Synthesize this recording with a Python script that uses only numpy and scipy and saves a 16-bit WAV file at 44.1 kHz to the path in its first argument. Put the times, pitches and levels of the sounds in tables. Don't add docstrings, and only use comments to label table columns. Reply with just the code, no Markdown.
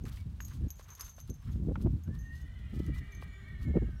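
import sys
import numpy as np
from scipy import signal
from scipy.fft import rfft, irfft
from scipy.io import wavfile
from scipy.ndimage import uniform_filter1d

SR = 44100
rng = np.random.default_rng(int(sys.argv[2]) if len(sys.argv) > 2 else 0)


def to_wav(s):
    ch = np.atleast_2d(s).T
    pcm = np.round(np.clip(ch, -1, 1) * 32767)
    wavfile.write(sys.argv[1], SR, pcm.astype(np.int16))


N = 176400

# frequency in Hz, gain in dB.
FOLIAGE_EQ = [(240, -45), (400, -2), (1100, -3.5), (1850, -7.5), (4030, -13), (4840, -17), (6580, -16.5),
              (12100, -23.5), (15500, -26)]
# start and length in seconds, first and last pitch in Hz, level in dB.
BIRD_CALLS = [(0.165, 0.07, 2300, 2256, -70), (0.611, 0.071, 1715, 1660, -77),
              (1.318, 0.29, 5500, 5150, -86), (3.247, 0.24, 6960, 6970, -80),
              (3.607, 0.14, 7290, 7050, -84.5), (3.75, .16, 7060, 7040, -87),
              (3.945, 0.077, 5500, 5720, -80)]

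# time in seconds, rumble level in dB.
GUSTS = [(0.0, -40), (0.58, -43), (0.61, -30.5), (0.66, -34), (0.69, -48), (1.0, -55.5), (1.04, -46),
         (1.12, -56.5), (1.3, -41.5), (1.43, -51), (1.46, -36), (1.54, -34), (1.73, -34.5), (1.9, -29),
         (2.05, -46), (2.08, -37), (2.32, -42), (2.71, -41), (2.81, -32.5), (2.83, -37), (2.92, -31.5),
         (3.11, -47), (3.22, -42.5), (3.42, -47.5), (3.64, -37), (3.69, -29), (3.74, -35), (3.78, -28.5),
         (3.97, -40.5), (4.0, -36.5)]
# frequency in Hz, gain in dB.
RUMBLE_EQ = [(20, 4), (35, -5.5), (52, 7), (75, 7), (130, -3.5), (200, -12), (300, -24.5), (450, -41),
             (900, -75.5), (3000, -114)]
# start and length in seconds, level in dB, upper edge in Hz.
BUFFETS = [(0, 0.086, -44.5, 320), (0.239, 0.054, -42.5, 238), (0.599, 0.092, -39.5, 257),
           (1.29, 0.038, -42.5, 328), (1.54, 0.18, -38.5, 276), (1.671, 0.047, -37, 400),
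           (1.704, 0.028, -36.5, 410), (1.752, 0.16, -36, 308), (1.858, 0.015, -31, 530),
           (1.87, 0.14, -42, 263), (2.07, 0.053, -39, 292), (2.723, 0.067, -42, 330),
           (2.795, 0.013, -32.5, 390), (2.876, 0.027, -39, 333), (2.912, 0.076, -59, 257),
           (3.651, 0.075, -36.5, 284), (3.738, 0.015, -41.5, 620), (3.752, 0.035, -25.5, 480),
           (3.81, 0.041, -34, 323), (3.846, 0.059, -44.5, 275)]

# time in seconds, pitch in Hz.
WHISTLE_PITCH = [(2.06, 1500), (2.1, 1720), (2.15, 1815), (2.33, 1860), (2.45, 1980), (2.6, 2040),
                 (2.9, 1935), (3.3, 1879), (3.75, 1792), (3.87, 1600), (4.0, 1496)]
# time in seconds, relative level in dB.
WHISTLE_LEVEL = [(2.0, -130), (2.06, -72), (2.14, -62), (2.21, -58), (2.33, -55.5), (2.44, -66), (2.7, -63),
                 (2.94, -60.5), (3.2, -61.5), (3.55, -60), (3.76, -63.5), (4.0, -69)]
# time in seconds, relative level in dB.
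OVERTONE_LEVEL = [(2.1, -100), (2.25, -74), (2.42, -72.5), (2.68, -76), (2.9, -68), (4.0, -93)]
# time in seconds, pitch in Hz, relative level in dB.
LOW_VOICE = [(2.05, 480, -130), (2.12, 485, -80), (2.42, 514, -63.5), (2.58, 491.5, -59.5),
             (2.85, 420.5, -61), (3.1, 400, -60), (3.4, 386.2, -58), (3.75, 362.8, -62), (3.88, 311, -63),
             (4.0, 310, -75.5)]
# base frequency in Hz, width in Hz, gain in dB.
FORMANTS = [(400, 78, -6), (627, 34, 1.5), (1295, 158, -2.5), (1600, 96, -5), (1873, 185, -3),
            (2300, 71, -5), (2960, 108, -6.5), (3285, 490, -10.5), (4117, 100, -11)]
# time in seconds, factor on the resonance frequencies.
THROAT_TUNING = [(2.1, 0.79), (2.48, 1.035), (2.7, 0.97), (3.0, 1.046), (3.5, .995), (4.0, 0.94)]
# time of the crest in seconds, accent on the whistle in dB.
SHAKES = [(2.42, 2.5), (2.56, -2), (2.69, 1.5), (2.82, 3), (2.955, 5.5), (3.09, -1), (3.23, -1.5),
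          (3.36, -1), (3.495, 3), (3.63, -0.5), (3.76, 1), (3.89, 1.5), (4.03, -3)]

# start and length in seconds, relative stalk and turf levels in dB.
SWISHES = [(0.051, 0.048, -63, -78), (0.07, 0.17, -70, -71), (0.464, 0.12, -71.5, -62.5),
           (0.784, 0.041, -69, -63.5), (0.824, 0.15, -74.5, -63), (0.964, 0.11, -69, -57),
           (1.05, 0.079, -68.5, -63.5), (1.173, 0.046, -72, -68), (1.273, 0.033, -68, -72.5),
           (1.401, 0.18, -78.5, -66), (1.796, 0.046, -71, -62.5), (2.118, 0.078, -78.5, -70),
           (2.293, 0.14, -79, -97), (2.717, 0.19, -72, -84), (2.937, 0.064, -64.5, -63.5),
           (3.209, 0.041, -67.5, -80), (3.6, 0.065, -74.5, -63.5)]
# frequency in Hz, gain in dB.
STALK_EQ = [(2000, -8), (3000, 4.5), (4200, 3), (7000, -3.5), (10000, -5), (15000, -4.5)]
# frequency in Hz, gain in dB.
TURF_EQ = [(300, -3), (700, -9), (1100, 8.5), (1600, 2.5), (2300, -3), (4000, -11.5), (9000, -72)]
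# start in seconds, level in dB, low and high edge in Hz, decay in seconds.
SNAPS = [(0.053, -57, 1500, 7450, 0.0055), (0.0965, -59.5, 2000, 14900, 0.00051),
         (0.169, -65, 3000, 12000, 0.0065), (0.482, -57, 2500, 14000, 0.0044),
         (1.021, -62, 3000, 14000, .004), (1.066, -62, 3000, 11000, .006),
         (1.276, -66, 3000, 14900, 0.0016), (1.823, -62.5, 3550, 12000, 0.0043),
         (2.864, -60, 2500, 9900, .003), (2.949, -68, 3000, 10000, 0.0018)]
# start in seconds, level in dB, rough centre in Hz, decay in seconds.
HOOF_KNOCKS = [(0.054, -59, 1520, 0.074), (.172, -57, 2350, 0.0067), (0.404, -44, 1780, 0.00089),
               (.795, -52, 890, 0.0037), (1.182, -54, 1000, 0.0036), (1.756, -40.5, 1100, 0.0029),
               (2.078, -61, 1020, 0.0035), (3.224, -47, 990, 0.002), (3.768, -49.5, 940, 0.0057)]
# part (0 and 1 are rings, 2 is the buckle), frequency in Hz,
# gain in dB, seconds to fall by 60 dB.
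HALTER_MODES = [(0, 6263, 0, .25), (0, 6291, -2, .2), (0, 6150, -4, .025), (0, 11520, -4, .03),
                (0, 11637, -3, .05), (0, 11795, -2, .06), (1, 6434, -5, .06), (1, 6575, -2, .07),
                (1, 6610, 0, .08), (1, 6720, -4, .03), (1, 12200, -3, .05), (1, 12326, -3, .05),
                (1, 12520, -5, .025), (2, 5190, 0, .055), (2, 9158, -9, .045)]
# start and rattle decay in seconds, levels of first ring, second ring, buckle in dB.
CLINKS = [(0.038, 0.004, -69.5, -73, -99), (0.407, 0.05, -88, -53.5, -99), (0.448, 0.011, -75, -53.5, -99),
          (0.482, 0.032, -69, -79, -99), (0.684, 0.0093, -81, -66.5, -99),
          (0.7047, 0.0058, -50, -57.5, -86), (0.757, 0.047, -73, -68, -99), (0.827, 0.016, -72, -66, -99),
          (0.884, 0.033, -66, -81, -99), (0.904, 0.031, -56, -64, -99), (0.952, 0.0059, -59, -61, -99),
          (.996, 0.018, -51.5, -74, -84), (1.009, 0.0059, -55, -47.5, -51), (1.043, 0.057, -56, -60, -99),
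          (1.095, 0.0072, -67, -60, -88), (1.165, 0.0087, -63.5, -88, -99), (1.202, 0.0086, -57, -67, -99),
          (1.3, 0.0026, -56, -66, -99), (1.342, 0.006, -68, -71, -99), (1.516, 0.022, -78, -71, -99),
          (2.037, 0.0041, -77, -68, -99), (2.188, 0.042, -64.5, -74, -99), (2.354, 0.016, -71.5, -82, -79),
          (2.417, 0.0028, -83, -71.5, -99), (3.121, 0.0071, -68, -74, -99),
          (3.149, 0.0015, -66, -68.5, -99)]


def undb(db):
    return 10 ** (np.asarray(db) / 20)


def unit(x):
    return x / np.sqrt(np.mean(x ** 2) + 1e-20)


def curve(table, axis=1):
    rows = np.array(table)
    return np.interp(np.arange(N) / SR, rows[:, 0], rows[:, axis])


def add(out, start, x):
    i = max(int(start * SR), 0)
    out[i:i + len(x)] += x[:max(len(out) - i, 0)]


def colour(x, points):
    hz, db = np.array(points).T
    f = np.fft.rfftfreq(len(x), 1 / SR) + 1
    return irfft(rfft(x) * undb(np.interp(np.log(f), np.log(hz), db)), len(x))


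def band(x, lo_hz, hi_hz, order=2):
    sos = signal.butter(order, [lo_hz, min(hi_hz, SR / 2 - 1)], "band", fs=SR, output="sos")
    return signal.sosfilt(sos, x)


def resonance(x, hz, width):
    turn = np.exp(2j * np.pi * np.cumsum(hz) / SR)
    return np.real(turn * signal.sosfilt(signal.butter(2, width / 2, fs=SR, output="sos"), x / turn))


def wander(per_s):
    hold = int(SR / per_s)
    steps = rng.standard_normal(N)[np.arange(N) // hold]
    return unit(uniform_filter1d(uniform_filter1d(steps, hold), hold))


def swell(length):
    return unit(np.sin(np.linspace(0, np.pi, int(length * SR))))


def foliage(level_db=-71):
    return unit(colour(rng.standard_normal(N), FOLIAGE_EQ)) * undb(level_db + 0.75 * wander(5.2))


def birds(waver_depth=0.0052):
    out, waver = np.zeros(N), 1 + waver_depth * wander(130)
    for start, length, from_hz, to_hz, db in BIRD_CALLS:
        shape = swell(length)
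        hz = np.linspace(from_hz, to_hz, len(shape)) * waver[:len(shape)]
        add(out, start, undb(db) * shape * unit(np.sin(2 * np.pi * np.cumsum(hz) / SR)))
    return out


def wind(lull_db=-55.5, buffet_peak_hz=124, flutter_db=7.5, low_cut_hz=30):
    gust_db, flow = curve(GUSTS), colour(rng.standard_normal(N), RUMBLE_EQ)
    flow /= np.sqrt(uniform_filter1d(flow ** 2, SR // 10) + 1e-20)
    upper = signal.sosfiltfilt(signal.butter(2, 140, "high", fs=SR, output="sos"), flow)
    brightness = undb(0.18 * (gust_db - lull_db) + 4 * wander(30.38))
    out = (flow - upper + upper * brightness) * undb(gust_db)
    for start, length, db, top_hz in BUFFETS:
        eq = [(buffet_peak_hz / 3, -20), (buffet_peak_hz, 0), (top_hz * 0.73, -3),
              (top_hz * 1.247, -15), (top_hz * 1.91, -32), (top_hz * 8, -70), (top_hz * 20, -100)]
        shape = swell(length)
        eddies = colour(rng.standard_normal(SR // 2), eq)[:len(shape)]
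        flutter = undb(flutter_db * np.tanh(wander(176)))[:len(shape)]
        add(out, start, undb(db) * unit(eddies * flutter * shape))
    return signal.sosfilt(signal.butter(5, low_cut_hz, "high", fs=SR, output="sos"), out)


def trees(x, t60_s=0.68, wet_db=-1.5):
    t = np.arange(SR) / SR
    tail = rng.standard_normal(SR) * undb(-60 * t / t60_s) * (1 - np.exp(-t / 0.0027))
    return x + undb(wet_db) * signal.fftconvolve(x, tail / np.linalg.norm(tail))[:N]


def low_voice(phase, bend, roughness=0.8):
    pulses = unit(sum(np.cos(k * phase) for k in range(1, 14)))
    breath = roughness * (1 + np.cos(phase)) * rng.standard_normal(N)
    tuning = curve(THROAT_TUNING) * (1 + 0.005 * bend + 0.004 * wander(14))
    voice = sum(undb(db) * resonance(pulses + breath, hz * tuning, width) for hz, width, db in FORMANTS)
    return unit(voice) * undb(curve(LOW_VOICE, axis=2))


def high_voice(phase, low_phase, shaking, rasp_depth=0.5, overtone_ratio=1.515):
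    tone = np.sin(phase) * undb(curve(SHAKES))
    sideband = band(np.sin(phase + low_phase), 2184, 2400, order=1) * undb(-2.5 + 4.2 * wander(21.927))
    rasp = 1 + rasp_depth * shaking * wander(110)
    whistle = (tone + np.sqrt(shaking) * sideband) * rasp * undb(curve(WHISTLE_LEVEL))
    overtone = np.sin(overtone_ratio * phase + 1.1 * wander(130)) * undb(curve(OVERTONE_LEVEL))
    return np.sqrt(2) * (whistle + overtone)


def whinny(trim_db=-6, shake_db=1, shake_from_s=2.42, shake_full_s=2.62, bend_lag_rad=0.19):
    t = np.arange(N) / SR
    shaking = np.clip((t - shake_from_s) / (shake_full_s - shake_from_s), 0, 1)
    cycle = 2 * np.pi * np.interp(t, np.array(SHAKES)[:, 0], np.arange(len(SHAKES)))
    tremolo, bend = shaking * np.cos(cycle), shaking * np.cos(cycle - bend_lag_rad)
    jitter = (0.00498 + 0.01 * shaking) * wander(160) + 0.00605 * shaking * wander(18)
    high_hz = curve(WHISTLE_PITCH) * (1 + 0.026 * bend + jitter)
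    low_hz = curve(LOW_VOICE) * (1 + 0.0201 * bend + 0.026 * wander(90))
    high_phase, low_phase = 2 * np.pi * np.cumsum([high_hz, low_hz], axis=1) / SR
    voices = low_voice(low_phase, bend) + high_voice(high_phase, low_phase, shaking)
    return voices * undb(trim_db + shake_db * tremolo)


def grass(bed_db=-78, grains_per_band_s=1300, spread_db=1.5):
    stalk_gain, turf_gain, crackle = np.full(N, undb(bed_db)), np.zeros(N), np.zeros(N)
    for start, length, stalk_db, turf_db in SWISHES:
        add(stalk_gain, start, undb(stalk_db) * swell(length))
        add(turf_gain, start, undb(turf_db) * swell(length))
    for hz in np.linspace(2500, 14500, 9):
        grains = (rng.random(N) < grains_per_band_s / SR) * rng.standard_normal(N)
        accents = undb(spread_db * np.minimum(rng.exponential(size=N), 6))
        crackle += band(grains * accents, hz - 1100, hz + 1100, order=1)
    scuff = unit(colour(rng.standard_normal(N), TURF_EQ)) * undb(-5 + 5.6 * np.tanh(wander(110)))
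    stalks = unit(colour(crackle, STALK_EQ) * undb(4.5 * np.tanh(wander(130))))
    return stalks * stalk_gain + scuff * turf_gain


def snaps():
    out, t = np.zeros(N), np.arange(SR // 10) / SR
    for start, db, lo_hz, hi_hz, decay in SNAPS:
        crack = band(rng.laplace(size=len(t)) * np.exp(-t / decay), lo_hz, hi_hz, order=1)
        add(out, start, undb(db) * crack / np.std(crack[:SR // 200]))
    return out


def hooves(tail_db=-25.5, tail_s=0.021):
    out, t = np.zeros(N), np.arange(SR // 5) / SR
    for start, db, hz, decay in HOOF_KNOCKS:
        blow = rng.standard_normal(len(t)) * (np.exp(-t / decay) + undb(tail_db) * np.exp(-t / tail_s))
        knock = band(band(blow, hz * 0.5, hz * 1.32, order=1), 160, hz * 1.86)
        add(out, start, undb(db) * knock / np.std(knock[:SR // 200]))
    return out


def struck_metal(part, t, scatter):
    return sum(undb(db + 2 * accent - 60 * t / t60) * np.sin(2 * np.pi * (hz + 3 * detune / t60) * t)
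               for (owner, hz, db, t60), (accent, detune) in zip(HALTER_MODES, scatter) if owner == part)


def halter(contacts_per_s=800, graze_db=-33, graze_s=0.06, tick_db=-23, tick_s=0.006):
    out, t = np.zeros(N), np.arange(SR // 2) / SR
    grazing = undb(graze_db) * np.exp(-t / graze_s)
    for start, decay, *levels in CLINKS:
        contacts = (rng.random(len(t)) < contacts_per_s / SR) * rng.standard_normal(len(t))
        hits = 0.56 * contacts * (np.exp(-t / decay) + grazing)
        hits[0] = 1
        burst = rng.standard_normal(len(t)) * np.exp(-t / tick_s)
        scatter = rng.standard_normal((len(HALTER_MODES), 2))
        for part, db in enumerate(levels):
            ring = signal.fftconvolve(hits, struck_metal(part, t, scatter))[:len(t)]
            add(out, start, undb(db) * ring / np.std(ring[:SR // 40]))
        tick = band(signal.fftconvolve(hits, burst)[:len(t)], 7600, 9900, order=1)
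        add(out, start, undb(max(levels) + tick_db) * tick / np.std(tick[:SR // 40]))
    return out


def scene():
    far_voices = trees(whinny()) + birds()
    foal = snaps() + halter() + hooves() + grass()
    return (far_voices + foal + wind() + foliage())[None]


def record(dry):
    top_hz = 15850
    return signal.sosfilt(signal.ellip(10, 0.2, 70, top_hz, fs=SR, output="sos"), dry)


dry = scene()
out = record(dry)
to_wav(out)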